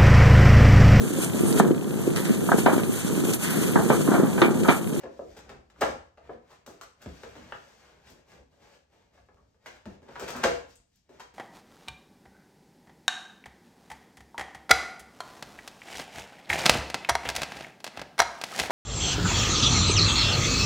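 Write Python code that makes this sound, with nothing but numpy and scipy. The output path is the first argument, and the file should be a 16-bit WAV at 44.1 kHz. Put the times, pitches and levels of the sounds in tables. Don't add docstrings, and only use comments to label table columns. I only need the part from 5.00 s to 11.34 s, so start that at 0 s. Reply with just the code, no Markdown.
import sys
import numpy as np
from scipy import signal
from scipy.fft import rfft, irfft
from scipy.io import wavfile
from scipy.ndimage import uniform_filter1d, map_coordinates

SR = 44100
rng = np.random.default_rng(int(sys.argv[2]) if len(sys.argv) > 2 else 0)


def master_out(mix):
    frames = np.transpose(np.atleast_2d(mix))
    ceiling = np.clip(frames, -1, 1)
    pcm = np.round(ceiling * 32767).astype(np.int16)
    wavfile.write(sys.argv[1], SR, pcm)


N = 279594


def undb(db):
    return 10 ** (np.asarray(db) / 20)


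def along(table, hz):
    pitches, values = np.transpose(table)
    return np.interp(np.log(np.maximum(hz, 1)), np.log(pitches), values)


def causal(db):
    cepstrum = irfft(db * np.log(10) / 20)
    half = len(cepstrum) // 2
    cepstrum[1:half] *= 2
    cepstrum[half + 1:] = 0
    return np.exp(rfft(cepstrum))


def broad_db(spectrum, part=5):
    total, bins = np.cumsum(np.abs(spectrum) ** 2), np.arange(len(spectrum))
    lo, hi = bins * (part - 1) // part, np.minimum(bins * part // (part - 1) + 1, bins[-1])
    return 10 * np.log10((total[hi] - total[lo]) / (hi - lo))


def wander(rate_hz):
    hold = int(SR / rate_hz)
    return uniform_filter1d(np.repeat(rng.standard_normal(N // hold + 1), hold), hold)[:N]


# pitch_hz, decay_s
ROOM_DECAY = [(60, 0.29), (250, 0.35), (500, 0.35), (1000, 0.4), (3000, 0.4), (8000, 0.37), (15000, 0.13)]
# pitch_hz, level_db
ROOM_LEVEL = [(60, -1.5), (250, 2), (1000, 1.5), (3000, 1.35), (8000, 3), (15000, -6)]
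# pitch_hz, correlation
ROOM_LIKENESS = [(60, .97), (150, .93), (300, .5), (700, .05), (1200, -.2), (2500, 0), (6000, 0),
                 (9000, .4), (15000, .5)]


def room():
    size = int(SR * .8)
    t, hz = np.arange(size) / SR, np.fft.rfftfreq(size, 1 / SR)
    build_s, echo_s, echo_db, right_lag_s = .0035, .018, -12.5, 5e-5
    response = np.zeros((2, size))
    for centre_hz in 40 * 2 ** np.arange(0, 9, .5):
        band = np.maximum(1 - 2 * np.abs(np.log2((hz + 1) / centre_hz)), 0)
        mid, side = irfft(rfft(rng.standard_normal((2, size))) * np.sqrt(band), size)
        fade = np.exp(-np.log(1000) * t / along(ROOM_DECAY, centre_hz)) * np.minimum(t / build_s, 1)
        alike = along(ROOM_LIKENESS, centre_hz)
        pair = np.sqrt((1 + alike) / 2) * mid + np.sqrt((1 - alike) / 2) * np.array([side, -side])
        response += pair * fade / np.sqrt(np.sum(fade ** 2)) * undb(along(ROOM_LEVEL, centre_hz))
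    lags_s = 16 / SR + np.outer([0, right_lag_s], 1 / (1 + (hz / 10500) ** 4))
    response += irfft(np.exp(-2j * np.pi * hz * lags_s), size)
    response[:, round(echo_s * SR)] += undb(echo_db)
    both = rfft(response.sum(axis=0))
    return irfft(rfft(response) * causal(broad_db(both) - broad_db(both, part=25)), size)


# pitch_hz, width_hz, level_db
BOX_MODES = [(72.4, 18, 7.5), (178, 31, 7), (240, 21, -0.5), (341.6, 34, 7.5), (365, 160, -3),
             (482.2, 12, 8), (560, 31, 0.5), (682.5, 24, 8.5), (844, 48, -3.5), (984.5, 23, 5.5),
             (1662, 64, -2.5), (2738, 230, -17), (2735, 95, -5.5)]


def box_response(hz):
    return 1 + sum((-1) ** k * undb(db) * 1j * hz * width / (pitch ** 2 - hz ** 2 + 1j * hz * width)
                   for k, (pitch, width, db) in enumerate(BOX_MODES))


# start_s, held_s, scrape_db, tilt_db_per_octave, rumble_db
STROKES = [(0, 0.0056, -58.5, -2.5, -71), (.1, 0.32, -73.5, 0.5, -63), (.37, 0.14, -67, -4, -63.5),
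           (.5, 0.044, -67, -7.5, -58.5), (.75, 0.054, -75, -4, -62), (0.832, 0.06, -60, 2, -47),
           (1.24, 0.077, -69, -4.5, -59), (1.49, 0.064, -69.5, -1, -65.5), (1.7, 0.12, -70.5, -3, -67),
           (2.026, 0.15, -63.5, -1, -65), (2.2, 0.31, -64.5, -1.5, -60), (2.499, 0.38, -68, -1, -79),
           (2.9, 0.31, -73, -3, -94), (3.074, 0.014, -65, 1.5, -61), (3.29, 0.068, -66, -1, -75),
           (3.358, 0.017, -79.5, -11.5, -56.5), (3.54, 0.062, -76, -3.5, -79.5),
           (3.625, 0.032, -68, -3, -77), (3.681, 0.069, -67.5, -1.5, -84.5), (3.929, 0.092, -73, -2.5, -68),
           (4.15, 0.017, -71, -1.5, -64), (4.321, 0.13, -89, -9.5, -70), (4.671, 0.093, -64, -1.5, -68),
           (4.88, 0.065, -70, -4.5, -61.5), (5.116, 0.039, -61.5, -3.5, -58), (5.2, 0.36, -54.5, -2, -58),
           (5.479, 0.00473, -48.5, -4, -43.5), (5.6, 0.086, -74, -5, -65), (5.7, 0.02, -82, 9, -70.5),
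           (5.928, 0.045, -91.5, 7, -83.5), (6.13, 0.14, -70, -2, -68)]


def stroke_power(band_hz, is_rumble):
    start_s, held_s, scrape_db, tilt, rumble_db = np.transpose(STROKES)[:, :, None]
    swell_db_per_s, fade_db_per_s = 291, 243
    if is_rumble:
        level_db, late_s, haste = rumble_db, .035, .85
    else:
        octaves = np.log2(band_hz / 1400)
        level_db, late_s, haste = scrape_db + tilt * octaves, 0, 1 + .13 * octaves
    steps = np.arange(0, N, 32)
    age_s = steps / SR - late_s - start_s
    dip_db = haste * np.maximum(-swell_db_per_s * age_s, fade_db_per_s * (age_s - held_s)).clip(min=0)
    return np.interp(np.arange(N), steps, np.sum(undb(level_db - dip_db) ** 2, axis=0))


# boom_db, rumble_db, panel_db, crackle_db
ROOM_TONE = (-89.5, -70.5, -95, -87)


def sliding_card():
    hz = np.fft.rfftfreq(N, 1 / SR)
    rumble_hz, scrape_hz, drift = 81, 2300, .07
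    slips = rng.standard_normal(N) * undb(2.5 * rng.exponential(size=N) + 2 * wander(30))
    ringing = irfft(rfft(slips) * box_response(hz), N)
    grit = rfft(map_coordinates(ringing, [np.cumsum(1 + drift * wander(4))], mode="wrap"))
    grit *= undb(2.5 / (1 + (2 * np.log((hz + 1) / scrape_hz)) ** 2))
    bands_hz = (450, rumble_hz, 1400, 5000)
    centres, out = np.sort(bands_hz), 0
    for band_hz, tone_db in zip(bands_hz, ROOM_TONE):
        share = np.interp(np.log(hz + 1), np.log(centres), centres == band_hz)
        band = irfft(grit * share / np.sqrt(hz + 120), N)
        power = stroke_power(band_hz, band_hz == rumble_hz) + undb(tone_db) ** 2
        flicker = undb(1.4 * wander(10))
        out += band / band.std() * np.sqrt(power) * flicker
    return out


def contacts(t, rise_s, rattle_s):
    push = np.minimum(t / rise_s, 1) ** 2 * np.exp(-t / rattle_s)
    shower = push * rng.standard_normal(len(t)) * undb(3.69 * rng.exponential(size=len(t)))
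    contact_s = .0077 * rise_s
    hard = np.exp(-np.abs(t - rise_s) / contact_s) * (t >= rise_s)
    return shower / np.sqrt(np.sum(shower ** 2)) + .017 / np.sqrt(rise_s) * hard / hard.sum()


# boom_hz, thud_hz, panel_hz, crackle_hz
BLOW_BANDS = (450, 140, 1400, 5000)


def blow_colour(hz, boom_db, panel_db, crackle_db, spot_hz, ring_db):
    deep_hz, edge_hz = 69.3, 16300
    thud_db = boom_db + max(-10 * np.log2(spot_hz / 173), -26.5)
    edge_db = crackle_db + 7 + .93 * (crackle_db - panel_db)
    bands = zip((*BLOW_BANDS, edge_hz, deep_hz),
                (boom_db, thud_db, panel_db, crackle_db, edge_db, thud_db - 8))
    density = sorted((pitch, db + 10 * np.log10(SR / 2 / pitch)) for pitch, db in bands)
    return along(density, hz) + ring_db / (1 + (7.74 * np.log((hz + 1) / spot_hz)) ** 2)


# time_s, boom_db, panel_db, crackle_db, spot_hz, ring_db, rise_s, rattle_s
BLOWS = [(.04, -33.5, -44.5, -57, 494, 7.5, .009, 0.004), (.055, -30, -41.5, -72, 560, 1, 0.0031, 0.0057),
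         (.192, -32.5, -43, -110, 582, 12, 0.0007, 0.0015), (.212, -34, -58, -84, 470, 5, 0.004, 0.033),
         (.378, -40.5, -46.5, -50.5, 393, 0, 0.015, 0.0047),
         (.39, -59, -48, -54, 3000, -13, 0.00078, 0.003),
         (.493, -43, -40.5, -51.5, 450, 2.5, 0.0031, 0.007),
         (.701, -62, -54.5, -64, 1017, -1, 0.0021, 0.0053), (.761, -63, -55, -89, 1100, 9, 0.0007, 0.0055),
         (.78, -46, -65.5, -80, 240, 14, 0.0032, 0.027),
         (.811, -23.5, -33.5, -34, 2010, -5, 0.0044, 0.0085), (.82, -15, -17, -35, 676, 2, 0.0093, 0.011),
         (.822, -31, -21, -46, 1010, 6.5, 0.0022, 0.0045), (.876, -27.5, -34, -65, 630, 3.5, 0.0031, 0.016),
         (1.174, -48.5, -50.5, -66, 640, 9.5, 0.0016, 0.0074),
         (1.296, -31, -38.5, -76, 493, 6.5, 0.0068, 0.0055),
         (1.516, -47.5, -51.5, -57.5, 1070, 8, 0.032, 0.02),
         (1.663, -46, -49, -49, 1240, 8.5, 0.001, 0.042),
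         (1.676, -37.5, -46, -106, 345, 1.5, 0.0019, 0.026),
         (1.812, -45, -45, -48, 1210, 17, 0.00073, 0.0086),
         (1.834, -50.5, -52, -53.5, 1190, 13, .001, 0.006),
         (2.018, -67, -58, -54.5, 1450, 12.5, 0.0019, 0.0089),
         (2.062, -34.5, -46.5, -57, 168, 5.5, 0.0039, 0.001),
         (2.066, -50.5, -77, -92, 70, 15, 0.0043, 0.015), (2.234, -40, -39.5, -52, 473, 11.5, 0.001, 0.008),
         (2.354, -40.5, -44, -54, 246, 7.5, 0.0018, 0.023),
         (2.522, -37.5, -29, -56, 3100, 8.5, 0.00048, 0.002),
         (3.1, -51, -67, -59.5, 287, 11.5, 0.0049, 0.021), (3.385, -49, -64, -81.5, 560, -1, 0.0052, 0.01),
         (4.178, -58, -54.5, -72, 700, 7, 0.0038, 0.0085),
         (4.287, -55, -54, -78.5, 395, 8.5, 0.00076, 0.007),
         (4.369, -64, -62.5, -83.5, 1173, 12.5, 0.0026, 0.033),
         (4.545, -71, -68, -84, 490, 16.5, 0.0028, 0.0086),
         (4.66, -40.5, -38.5, -47.5, 2000, 7, 0.0019, 0.014),
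         (4.856, -35.5, -45, -55.5, 208, 10, 0.00084, 0.011),
         (5.02, -44.5, -54, -63.5, 298, 3, 0.0024, 0.09), (5.086, -39, -46, -61.5, 424, -2, 0.007, 0.0098),
         (5.156, -44, -33, -54, 907, 6.5, 0.0011, 0.0068),
         (5.197, -33, -41.5, -43, 1332, 9.5, 0.0029, 0.014),
         (5.225, -29.5, -46, -50.5, 400, 5, 0.011, 0.0083),
         (5.282, -32.5, -31.5, -38, 953, -1, 0.0085, 0.015),
         (5.304, -45.5, -43.5, -42.5, 960, 13.5, 0.001, 0.0056),
         (5.35, -34, -29, -54, 263, 12, 0.0014, 0.035),
         (5.364, -42.5, -49, -46, 4990, -0.5, 0.00062, 0.0099),
         (5.439, -16, -15.5, -25.5, 530, 8, 0.0088, 0.011),
         (5.443, -31.5, -34, -54.5, 1555, 19.5, .002, 0.0034),
         (5.46, -41, -40.5, -46, 560, -1, 0.0035, 0.011),
         (5.757, -97, -68, -64.5, 8060, 16.5, 0.0043, 0.004),
         (5.958, -97, -81, -72.5, 6040, 6, .002, 0.0024), (6.093, -46, -58, -65, 377, 7, 0.0053, 0.024),
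         (6.199, -45.5, -41, -48.5, 935, 9.5, 0.0043, 0.013)]


def knocks_and_snaps():
    size = 16384
    t, hz = np.arange(size) / SR, np.fft.rfftfreq(size, 1 / SR)
    blow_s = .002
    bass_late_s, bass_hz = .018, 69.3
    dispersion = np.exp(2j * np.pi * bass_late_s * bass_hz ** 2 / np.maximum(hz, 35))
    tracks = np.zeros((2, N + size))
    for k, (time_s, *tone, rise_s, rattle_s) in enumerate(BLOWS):
        ring = box_response(hz * (1 + .025 * rng.standard_normal()))
        force = rfft(contacts(t, rise_s, rattle_s))
        colour = causal(blow_colour(hz, *tone) - broad_db(force))
        start = int((time_s - rise_s) * SR)
        tracks[k % 2, start:start + size] += irfft(force * colour * ring * dispersion)
    return np.sqrt(blow_s * SR) * tracks[:, :N]


def scene():
    sources = (*knocks_and_snaps(), sliding_card())
    return sum(signal.fftconvolve(source[None], room())[:, :N] for source in sources)


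# pitch_hz, gain_db
TONE_COLOUR = [(20, -15), (45, -2), (70, -5.5), (6000, 1.5), (8500, -2), (9800, -14), (12000, -4.5),
               (15500, -13)]
# pitch_hz, left_minus_right_db
MIC_BALANCE = [(60, 0), (200, .8), (700, 2.2), (1500, .7), (2800, 1), (4500, 7), (7000, 6), (9000, 0),
               (15000, 0)]


def record(dry):
    hz, top_hz = np.fft.rfftfreq(8192, 1 / SR), 15900
    gain_db, balance_db = along(TONE_COLOUR, hz), along(MIC_BALANCE, hz)
    ports = irfft([causal(gain_db + side * balance_db / 2) for side in (1, -1)])
    heard = signal.fftconvolve(dry, ports, axes=1)[:, :N]
    return signal.sosfilt(signal.ellip(10, .2, 80, top_hz, fs=SR, output="sos"), heard)


dry = scene()
out = record(dry)
master_out(out)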